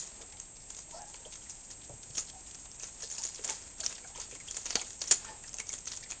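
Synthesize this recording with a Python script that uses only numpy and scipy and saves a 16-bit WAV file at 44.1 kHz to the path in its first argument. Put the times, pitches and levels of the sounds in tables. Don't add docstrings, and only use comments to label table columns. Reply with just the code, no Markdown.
import sys
import numpy as np
from scipy import signal
from scipy.fft import rfft, irfft
from scipy.io import wavfile
from scipy.ndimage import uniform_filter1d

SR = 44100
rng = np.random.default_rng(int(sys.argv[2]) if len(sys.argv) > 2 else 0)


def gain_from_db(level_db):
    decades = np.asarray(level_db, float) / 20
    return 10 ** decades


def unload_wav(signal):
    wavfile.write(
        sys.argv[1],
        SR,
        np.round(np.clip(np.atleast_2d(signal).T, -1, 1) * 32767).astype(np.int16),
    )


N = 273420


def level(x, db):
    return x * gain_from_db(db) / np.sqrt(np.mean(x ** 2))


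def colour(x, points):
    hz, db = np.transpose(points)
    bins = np.arange(len(x) // 2 + 1) * SR / len(x) + 1
    gain = gain_from_db(np.interp(np.log(bins), np.log(hz), db))
    return irfft(rfft(x) * gain, len(x))


def band(x, lo_hz, hi_hz):
    return signal.sosfilt(signal.butter(2, [lo_hz, hi_hz], "band", fs=SR, output="sos"), x)


def walk(rate):
    k = int(SR / rate)
    held = np.repeat(rng.standard_normal(N // k + 1), k)
    return 1.3 * uniform_filter1d(uniform_filter1d(held, k), k)[:N]


def ring(tear, hz, t60, db):
    p = np.exp(2j * np.pi * hz / SR - np.log(1000) / (t60 * SR))
    z = signal.lfilter([1], [1, -2 * p, p * p], tear)
    return z.real * gain_from_db(db) / np.abs(z).max()


def add(out, s, sound):
    i = int(s * SR)
    out[i:i + len(sound)] += sound[:N - i]


def tears():
    # t/s, peak level/dB, body
    # re snap/dB
    soft_snaps = [(0.0748, -41, -13), (0.399, -34, -12.5), (0.7026, -28.5, -14), (0.705, -35.5, -8),
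                  (0.7668, -34.5, -15), (0.788, -34.5, -7), (0.9096, -36.5, -6), (1.142, -36, -2),
                  (1.3555, -33.5, -7), (1.4948, -36, -13), (1.5023, -33, -25), (1.7042, -35, -9.5),
                  (1.7118, -33.5, -27), (2.036, -40, -10), (2.152, -36, -8), (2.1713, -23.5, -15),
                  (2.1797, -22, -6), (2.183, -23.5, -19), (2.192, -39, -12), (2.197, -25, -22),
                  (2.2128, -35, -14), (2.4718, -35, -16), (2.5465, -35.5, -5.5), (2.6559, -45, 2.5),
                  (2.7127, -54, -18), (2.799, -35.5, -9), (2.8306, -31, -11), (2.834, -28.5, -16),
                  (2.8407, -32, -19),
                  (3.0044, -35.5, -8), (3.0228, -29, -10.5), (3.0305, -30, -18), (3.1013, -30.5, -16),
            (3.1133, -26, -18), (3.124, -26.5, -28), (3.1818, -26, -9), (3.2364, -26, -20),
            (3.2397, -28.5, -9), (3.2507, -23, -13), (3.2875, -33, -9), (3.346, -32.5, -16),
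            (3.4395, -45, -27), (3.4441, -23.5, -13), (3.4497, -25, -15.5), (3.4778, -26, -26),
            (3.489, -34.5, 2), (3.4935, -30.5, -24), (3.4985, -31, -32), (3.5045, -23.5, -23),
            (3.7816, -52, -12), (3.8031, -24, -17), (3.8395, -27, -18), (3.8448, -33, -4),
            (3.8524, -30.5, -8), (3.863, -20, -17), (3.8737, -42, -19), (3.895, -28, -25),
            (3.926, -31.5, -5.5), (3.952, -33, -17), (3.981, -39, 0),
                  (4.0757, -35.5, -19), (4.1584, -35, -7), (4.1759, -33.5, -5), (4.202, -30.5, -12.5),
             (4.2143, -30, -22), (4.3121, -32.5, -11), (4.351, -35, -3.5), (4.401, -35.5, -20),
             (5.438, -35, -16), (5.48, -35.5, -21), (5.5427, -34, -21), (5.5666, -59, -12),
             (5.586, -34, -13), (5.5968, -33, -7), (5.5998, -29, -3), (5.668, -36, -11), (5.692, -31, -8),
             (5.7208, -34, -19), (5.729, -26, -16), (5.737, -25.5, -10), (5.7815, -34, -13),
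             (5.857, -44, -19), (5.872, -29.5, -6), (5.876, -24, -19), (5.9174, -28, -5.5),
             (5.9341, -32, -3), (5.9736, -32.5, -7), (6.0091, -36, -14), (6.104, -29.5, -13),
             (6.113, -38.5, -4), (6.1196, -30, -7)]
    # t/s, peak level/dB, snap f/Hz, body re snap/dB
    cracks = [(4.4772, -39, 6840, 1.5), (4.4844, -32, 7070, -20), (4.5111, -26.5, 7150, -23),
              (4.5445, -33.5, 6860, -2.5), (4.5697, -22, 7360, -12), (4.6565, -24.5, 6400, -13),
              (4.6631, -27.5, 6240, -6), (4.6701, -31, 6370, -10), (4.7053, -22, 5230, -8),
              (4.728, -42, 4540, 8), (4.7548, -15, 4260, -5), (4.7666, -31, 4400, -7),
              (4.8145, -25.5, 6700, -9), (4.869, -38.5, 7250, -5), (4.9053, -31, 7000, -9),
              (4.9312, -44, 7750, -16), (5.0178, -24, 6000, -5.5), (5.0191, -27, 6270, -9.5),
              (5.039, -31.5, 5900, -5), (5.0575, -34, 6970, -13), (5.0738, -29, 5800, -15),
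              (5.081, -26.5, 6300, -10.5), (5.1043, -34, 6200, -10), (5.0795, -33, 6600, -10),
              (5.1109, -9, 7100, -10.5), (5.1384, -38, 6900, -16), (5.248, -35, 7700, -7.5)]
    # t/s, peak level/dB, snap f/Hz, body re snap/dB
    splinters = [
        (5.1139, -11, 7060, -9),
        (5.117, -25, 6900, -10),
        (5.1208, -10, 7160, -20),
        (5.1232, -10, 7060, -11),
        (5.129, -27, 7300, -5),
        (5.136, -32.5, 6800, -9),
    ]
    soft = np.array(soft_snaps)
    snap_hz, spread = 6650, 0.087
    hz = snap_hz * (1 + spread * rng.standard_normal(len(soft)).clip(-2, 1))
    first = np.vstack([np.insert(soft, 2, hz, axis=1), cracks, splinters])

    fray_s, fray_db, scatter_db = 0.005, -15, 2.5
    late, size = rng.exponential(size=len(first)), rng.standard_normal(len(first))
    same = np.zeros(len(first))
    fray = first + np.transpose([fray_s * (0.5 + late), fray_db + scatter_db * size, same, same])
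    return np.vstack([first, fray])


def snaps(rows):
    out, t = np.zeros(N), np.arange(1024) / SR
    chance = rng.standard_normal((len(rows), 2, 1024))
    for (s, db, hz, body_db), (fine, coarse) in zip(rows, chance):
        body = band(coarse * np.exp(-t / 0.0046), 300, 6800)
        bright = ring(fine * np.exp(-t / 0.0032), hz, 0.0021, db - 2)
        bright[:64] += ring(np.eye(1, 64)[0], hz, 0.00028, db - 0.5)
        body *= gain_from_db(db + body_db + 0.5) / np.abs(body).max()
        add(out, min(s, N / SR), bright + body)
    return out


def clicks():
    # t/s, peak
    # level/dB
    breaks_clean = [(.0155, -36), (.041, -33), (.4008, -30), (2.032, -40), (2.1845, -21), (3.0228, -30),
                    (3.1015, -31), (3.1825, -27), (3.2365, -29), (3.2585, -32), (3.298, -36), (3.348, -31),
                    (3.4505, -26), (3.488, -30), (3.505, -26), (2.6584, -45), (2.7984, -31.5), (3.4397, -30),
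                    (3.4472, -24.5), (3.4771, -26.5), (3.4981, -18), (3.8631, -14), (4.1998, -28), (4.3634, -37),
                    (4.5104, -28), (4.568, -24), (4.7069, -23), (4.7562, -11), (4.9315, -34), (5.5423, -24),
                    (5.5687, -34), (5.5855, -26), (5.6015, -24), (5.6925, -22), (5.7866, -32), (5.857, -31),
                    (5.9654, -31), (6.1118, -23.5),
                    (0.0753, -32), (0.1031, -43), (0.2192, -39), (0.5676, -42), (0.749, -36), (0.792, -33),
               (0.8075, -38.0), (0.9112, -41.5), (1.0196, -34), (1.0556, -43), (1.329, -36), (1.3396, -34),
               (1.4974, -29), (1.8776, -41), (1.8949, -39.0), (1.98, -43), (2.106, -39.5), (2.1912, -21),
               (2.252, -37.5), (2.2934, -36), (2.3016, -36), (2.4808, -41), (2.553, -36.0), (2.716, -34.5),
               (2.7217, -43), (2.746, -40), (2.826, -32), (3.1091, -32), (3.2206, -29), (3.2753, -29),
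               (3.6243, -37), (3.629, -46), (3.7025, -39.5), (3.71, -46), (3.7835, -39), (4.0825, -38),
               (4.2661, -41), (4.3378, -41), (4.4797, -36), (4.5462, -32.5), (4.6322, -37), (4.7009, -29.5),
               (4.9922, -38), (5.0097, -32), (5.016, -26), (5.2505, -33), (5.4933, -31), (5.5315, -34),
               (5.6674, -39), (5.7046, -34), (5.7327, -32), (5.7893, -32), (5.806, -37), (5.902, -35),
               (5.9724, -28.5), (6.037, -35), (6.1001, -37), (6.1046, -35)]
    out, hit = np.zeros(N), np.eye(1, 128)[0]
    rows = breaks_clean
    for (s, db), spread in zip(rows, rng.standard_normal(len(rows)).clip(-2, 2)):
        bright = ring(hit, 6300 * (1 + 0.06 * spread), 0.0016, db + 1.5)
        dull = ring(hit, 3400, 0.0008, db - 10)
        add(out, s, bright + dull)
    return out


def wetness(rows):
    stir_db, law, full_db = -26, 0.74, -21
    lead_s, fade_s = 0.0054, 0.016
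    t = np.arange(N)[:, None][::64] / SR - rows[:, 0]
    shape = np.exp(np.where(t < 0, t / lead_s, -t / fade_s))
    power = shape @ gain_from_db(2 * (stir_db + law * np.minimum(rows[:, 1], full_db)))
    return np.repeat(power, 64)[:N]


def crackle(rows):
    # t/s, crackle level/dB, squelch re crackle/dB
    chew = [(0.0, -44, 3), (0.59, -52, -7.5), (0.95, -46.5, -3.5), (1.17, -47, -2.5), (2.11, -47.5, -7.5),
            (2.76, -46.5, -3.5), (3.04, -43, -6), (3.37, -43.5, -4.5), (3.5, -37.5, 0), (3.76, -49.5, -1.5),
            (3.87, -49.5, 0.5), (4.42, -46.5, -3), (4.77, -42, -1), (4.97, -44.5, -8), (5.2, -38, -3),
            (5.3, -48, 4), (5.84, -50.5, -5), (6.2, -48, -0.5)]
    # f/Hz, level/dB
    mic = [(200, -10.5), (2500, -14.5), (4400, -1), (5000, 0.5), (5700, 4), (6900, 13), (7500, 2),
           (7900, -4)]
    s, crackle_db, squelch_db = np.transpose(chew)
    t = np.arange(N) / SR
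    chance, size = rng.random(N), rng.exponential(size=N).clip(0, 3.2)
    breaks = (chance < 3000 / SR) * gain_from_db(4.0 * size) * np.sign(rng.standard_normal(N))
    breaks *= gain_from_db(2.5 * walk(70))
    bright = level(colour(breaks, mic), 0)
    bright *= gain_from_db(22.4 * np.exp(-t / 0.1) - 11.3 * np.exp(-t / 0.34))
    squelch = level(band(np.roll(breaks, N // 3), 215, 6340), -6.0)
    squelch *= gain_from_db(np.interp(t, s, squelch_db))
    effort = gain_from_db(2 * np.interp(t, s, crackle_db) - 18.0)
    return (bright + squelch) * np.sqrt(effort + wetness(rows))


def pops():
    # t/s, peak
    # level/dB, f/Hz
    pockets = [(1.251, -40, 3190), (2.151, -43.5, 3230), (2.18, -32.5, 5000), (2.803, -46.5, 2620),
               (3.185, -31.5, 5300), (3.234, -52, 5200), (3.49, -35.5, 2330), (3.805, -39, 4550),
               (3.833, -36.5, 4250), (3.864, -41, 3130), (3.923, -45.5, 2630), (4.216, -38.5, 4720),
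               (4.402, -43, 2150), (4.482, -36, 3300), (4.546, -38, 4700), (4.706, -45, 3200),
               (4.726, -37, 4530), (4.754, -34, 2980), (4.814, -39, 2280), (5.016, -28.5, 4450),
               (5.017, -42, 3100), (5.112, -20.5, 4580), (5.116, -15, 5680), (1.143, -49, 2280),
               (4.148, -44, 3140), (1.419, -49, 3100), (1.462, -49, 2040), (5.112, -34, 2730),
               (5.122, -36, 4180), (5.583, -43, 2680), (5.6, -33, 2250), (5.7, -42, 2180),
               (5.877, -35, 4330), (6.034, -43, 2300), (6.119, -35.5, 2420),
               (1.254, -43, 610), (1.895, -40, 590), (2.182, -42.5, 1370), (3.031, -44, 507),
              (3.191, -49, 870), (3.391, -42.5, 444), (3.452, -43, 700), (3.49, -39, 870),
              (3.809, -44, 646), (3.833, -41, 1570), (4.04, -48, 790), (4.04, -50, 2260),
              (4.045, -46, 1530), (3.033, -45.5, 1690), (6.06, -46, 2100), (4.318, -46, 2420),
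              (.885, -52.5, 685), (4.6, -64, 500), (4.765, -34, 785), (4.15, -45, 940), (4.194, -46, 1000),
              (4.322, -46.5, 474), (4.756, -43, 600), (4.76, -34, 1420), (5.245, -40.5, 1390),
              (5.439, -48.5, 1790), (6.025, -46, 1780), (4.178, -45, 520), (4.18, -46, 900),
              (4.358, -48, 2100), (5.541, -46, 800), (5.583, -46, 1780), (5.44, -50, 2600),
              (1.143, -51, 980), (.783, -52, 1000), (.332, -52, 2150)]
    out, t = np.zeros(N), np.arange(2048) / SR
    rows = pockets
    chance = rng.standard_normal((len(rows), 2, 2048))
    for (s, db, hz), (noise, spray) in zip(rows, chance):
        longer = (2000 / hz) ** 0.5
        fade = np.exp(-t / (0.0071 * longer))
        tone = ring(noise * fade, hz, 0.0065 * longer, db - 1.0)
        splash = ring(spray * fade, 1.14 * hz, 2.3 / hz, db - 15)
        add(out, s, tone + splash)
    return out


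def drags():
    # t/s, fade/s, centre f/Hz, level/dB
    slides = [(0.0, .04, 5300, -52), (0.0, .03, 3400, -63), (2.27, .04, 5200, -52),
              (1.81, 0.042, 3300, -57.5), (3.001, .02, 6200, -51), (3.022, 0.064, 5640, -45.5),
              (3.102, .03, 6200, -52), (3.15, 0.012, 5800, -46), (3.18, 0.026, 5640, -38.5),
              (3.235, 0.015, 5600, -46), (3.263, 0.038, 5500, -42), (3.346, 0.025, 6300, -46),
              (3.372, 0.0095, 3900, -46), (3.388, 0.0087, 2100, -45), (3.501, 0.069, 6400, -42),
              (3.805, 0.011, 4000, -41), (3.832, 0.013, 4300, -39), (3.953, 0.013, 3800, -46),
              (4.2, 0.044, 5650, -45.5), (4.682, 0.019, 5200, -49), (4.72, 0.024, 4800, -41),
              (4.759, 0.071, 3540, -46), (4.82, 0.034, 6000, -52.5), (5.87, 0.025, 4500, -46),
              (5.916, 0.035, 4600, -43.5), (6.025, 0.016, 4800, -43.5), (6.099, .03, 5100, -53.5),
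              (5.13, 0.048, 7060, -43), (0.55, 0.12, 5700, -57), (4.147, .04, 2210, -62),
              (4.309, 0.05, 2580, -59)]
    out, t = np.zeros(N), np.arange(8192) / SR
    for s, fade_s, hz, db in slides:
        slips = (rng.random(len(t)) < 0.05) * rng.laplace(size=len(t))
        slips *= gain_from_db(3.5 * walk(150)[:len(t)])
        swell = (1 - np.exp(-t / 0.0027)) * np.exp(-(t / fade_s) ** 1.6)
        add(out, s, level(band(slips, hz / 1.32, hz * 1.34), db) * swell)
    return out


def nose():
    # t/s,
    # length/s, first f/Hz, last f/Hz, peak level/dB
    whistles = [(.305, 0.08, 790, 850, -61), (0.933, 0.079, 638, 742, -47.5), (.98, 0.076, 800, 815, -48.5),
                (1.005, 0.053, 692, 721, -54), (1.05, 0.075, 827, 845, -54.5),
                (.915, 0.07, 913, 930, -52.5), (0.987, .075, 1720, 1620, -60),
                (1.055, 0.04, 1605, 1630, -62), (2.325, 0.086, 770, 745, -53), (4.08, .065, 770, 850, -54),
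                (5.255, 0.14, 880, 860, -49), (5.25, 0.11, 1780, 1830, -52.5),
                (3.484, 0.058, 890, 873, -46.5), (3.185, 0.041, 907, 895, -55),
                (3.388, 0.033, 476, 513, -61), (4.022, 0.045, 2310, 2270, -60),
                (.925, .08, 1310, 1350, -67), (.96, .05, 1420, 1640, -65), (1.2, .1, 900, 960, -64),
                (1.195, .03, 510, 560, -63), (4.35, .05, 310, 300, -60), (4.02, .05, 490, 500, -62),
                (4.04, .03, 790, 770, -54), (5.585, .04, 880, 890, -59), (5.2, .07, 830, 870, -60),
                (5.245, .05, 2130, 2200, -61), (4.32, 0.018, 495, 474, -59.5)]
    out = np.zeros(N)
    flutter = walk(170) + 1j * walk(170)
    for s, length, first_hz, last_hz, db in whistles:
        done = np.linspace(0, 1, int(length * SR))
        on = slice(int(s * SR), int(s * SR) + len(done))
        turn = np.exp(2j * np.pi * np.cumsum(first_hz + (last_hz - first_hz) * done) / SR)
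        breath = band(rng.standard_normal(4 * 4096), first_hz / 1.25, last_hz * 1.25)
        breath = level(breath, -8)[:len(done)]
        steady = min(1.4 * (800 / first_hz) ** 1.3, 1.9)
        tone = (steady + 0.7 * flutter[on]) * turn
        octave = 0.15 * flutter[::-1][on] * turn ** 2
        swell_db = np.interp(done, [0, 0.3, 1], [-6, 0, -9])
        gain = signal.windows.tukey(len(done), 0.35) * gain_from_db(db + swell_db)
        out[on] += ((tone + octave).real + breath) * gain
    return out


def sniffs():
    # t/s, length/s, low rustle level/dB, nostril hiss level/dB
    breaths = [
        (0.0, .06, -60, -62),
        (3.44, .12, -56, -62),
        (0.047, 0.35, -61, -72),
        (0.908, 0.11, -64, -53),
        (4.76, 0.14, -57, -63),
        (5.224, 0.15, -55, -58.5),
    ]
    out = np.zeros(N)
    rustle = level(band(rng.standard_normal(N), 220, 1000), 0) * gain_from_db(2.8 * walk(40))
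    hiss = level(band(rng.standard_normal(N), 4400, 6500), 0) * gain_from_db(1.9 * walk(60))
    for s, length, rustle_db, hiss_db in breaths:
        on = slice(int(s * SR), int((s + length) * SR))
        air = rustle[on] * gain_from_db(rustle_db) + hiss[on] * gain_from_db(hiss_db)
        add(out, s, air * np.hanning(on.stop - on.start))
    return out


def thumps():
    # t/s, peak level/dB, floor f/Hz, slap re thump/dB
    landings = [
        (1.898, -45.5, 127.3, -15),
        (1.935, -46, 115, -1.5),
        (2.1, -48.5, 135, -5),
        (4.754, -48, 204, 19.5),
        (5.111, -47, 79.5, -12),
    ]
    out, t = np.zeros(N), np.arange(4096) / SR
    chance = rng.standard_normal((len(landings), 4096))
    for (s, db, hz, slap_db), noise in zip(landings, chance):
        push = np.exp(-t / 0.00085)
        slap = ring(noise * push, 483, 0.0078, db + slap_db)
        add(out, s, ring(push, hz, 0.048, db) + slap)
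    return out


def ticks():
    # t/s, peak level/dB
    touches = [(0.2134, -38), (0.222, -38), (0.299, -45), (0.323, -39.5), (0.37, -43), (0.454, -46),
               (0.5687, -44.5), (0.7463, -41.5), (1.324, -38), (1.334, -37), (1.612, -52), (1.636, -51),
               (2.031, -40), (2.107, -45), (2.285, -42), (2.298, -36.5), (2.4628, -46), (2.5103, -41.5),
               (2.747, -47), (3.3584, -37)]
    out, t = np.zeros(N), np.arange(512) / SR
    for (s, db), noise in zip(touches, rng.standard_normal((len(touches), 512))):
        grit = band(noise * np.exp(-t / 0.0054), 2500, 8100)
        add(out, s, grit * gain_from_db(db) / np.abs(grit).max())
    return out


def room(x):
    # f/Hz, level/dB
    reply_colour = [(300, -4), (4500, -2), (6000, -10), (7000, -0.5), (7800, -12.5)]
    t60_s, reply_db = 0.25, -8
    t = np.arange(SR // 2) / SR
    tail = rng.standard_normal(len(t)) * np.exp(-np.log(1000) * t / t60_s)
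    tail *= 1 - np.exp(-t / 0.00043)
    reply = colour(tail, reply_colour) * gain_from_db(reply_db) / np.sqrt(np.sum(tail ** 2))
    reply[0] = 1
    return signal.fftconvolve(x, reply)[:N]


def hush():
    # f/Hz, level per Hz/dB
    spectrum = [(12, -32), (20, 10.5), (46, 7.5), (423, -7.5), (874, -7.5), (1180, -15.5), (1630, -15.5),
                (2500, -13), (4020, -20), (5160, -30.5), (6630, -4.5), (7150, -6.5), (7900, -8.5),
                (10300, -8), (17400, -120)]
    air = level(colour(rng.standard_normal(N), spectrum), -54.5)
    low = band(air, 16, 430)
    return low * gain_from_db(0.5 * walk(1.7)) + (air - low) * gain_from_db(0.11 * walk(9.2))


def whine():
    whine_hz, flip_hz, whine_db = 7627.1, 29.1, -55
    t = np.arange(N) / SR
    tone = np.sqrt(2) * gain_from_db(whine_db) * np.sin(2 * np.pi * whine_hz * t)
    return tone * signal.square(2 * np.pi * flip_hz * t)


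def scene():
    # f/Hz, level/dB
    edge = [(7300, 0), (7700, -.5), (8000, -5)]
    rows = tears()
    dog = snaps(rows) + pops() + crackle(rows) + nose() * gain_from_db(-2.5) + thumps() + ticks()
    dog += clicks() + drags() + sniffs()
    return (room(colour(dog, edge)) + hush() + whine())[None]


def low_pass(x):
    return signal.sosfilt(signal.butter(12, 10460, fs=SR, output="sos"), x)


def record(dry):
    # f/Hz, level/dB
    mirror = [(8030, 1.5), (8300, -4.5), (8700, -10.5), (9200, -18), (9700, -30), (10300, -50.5)]
    converter_hz = 16000
    rounded = 0.45 * np.tanh(dry[0] / 0.45)
    kept = colour(rounded, [(7750, 0), (7900, -5), (7990, -20), (8010, -90)])
    image = 2 * kept * np.cos(2 * np.pi * converter_hz * np.arange(N) / SR)
    image = colour(image, [(8000, -90), *mirror, (11000, -100)])
    fade_out = np.minimum(np.arange(N, 0, -1) / 64, 1)
    return low_pass(((kept + image) * fade_out)[None])


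dry = scene()
out = record(dry)
unload_wav(out)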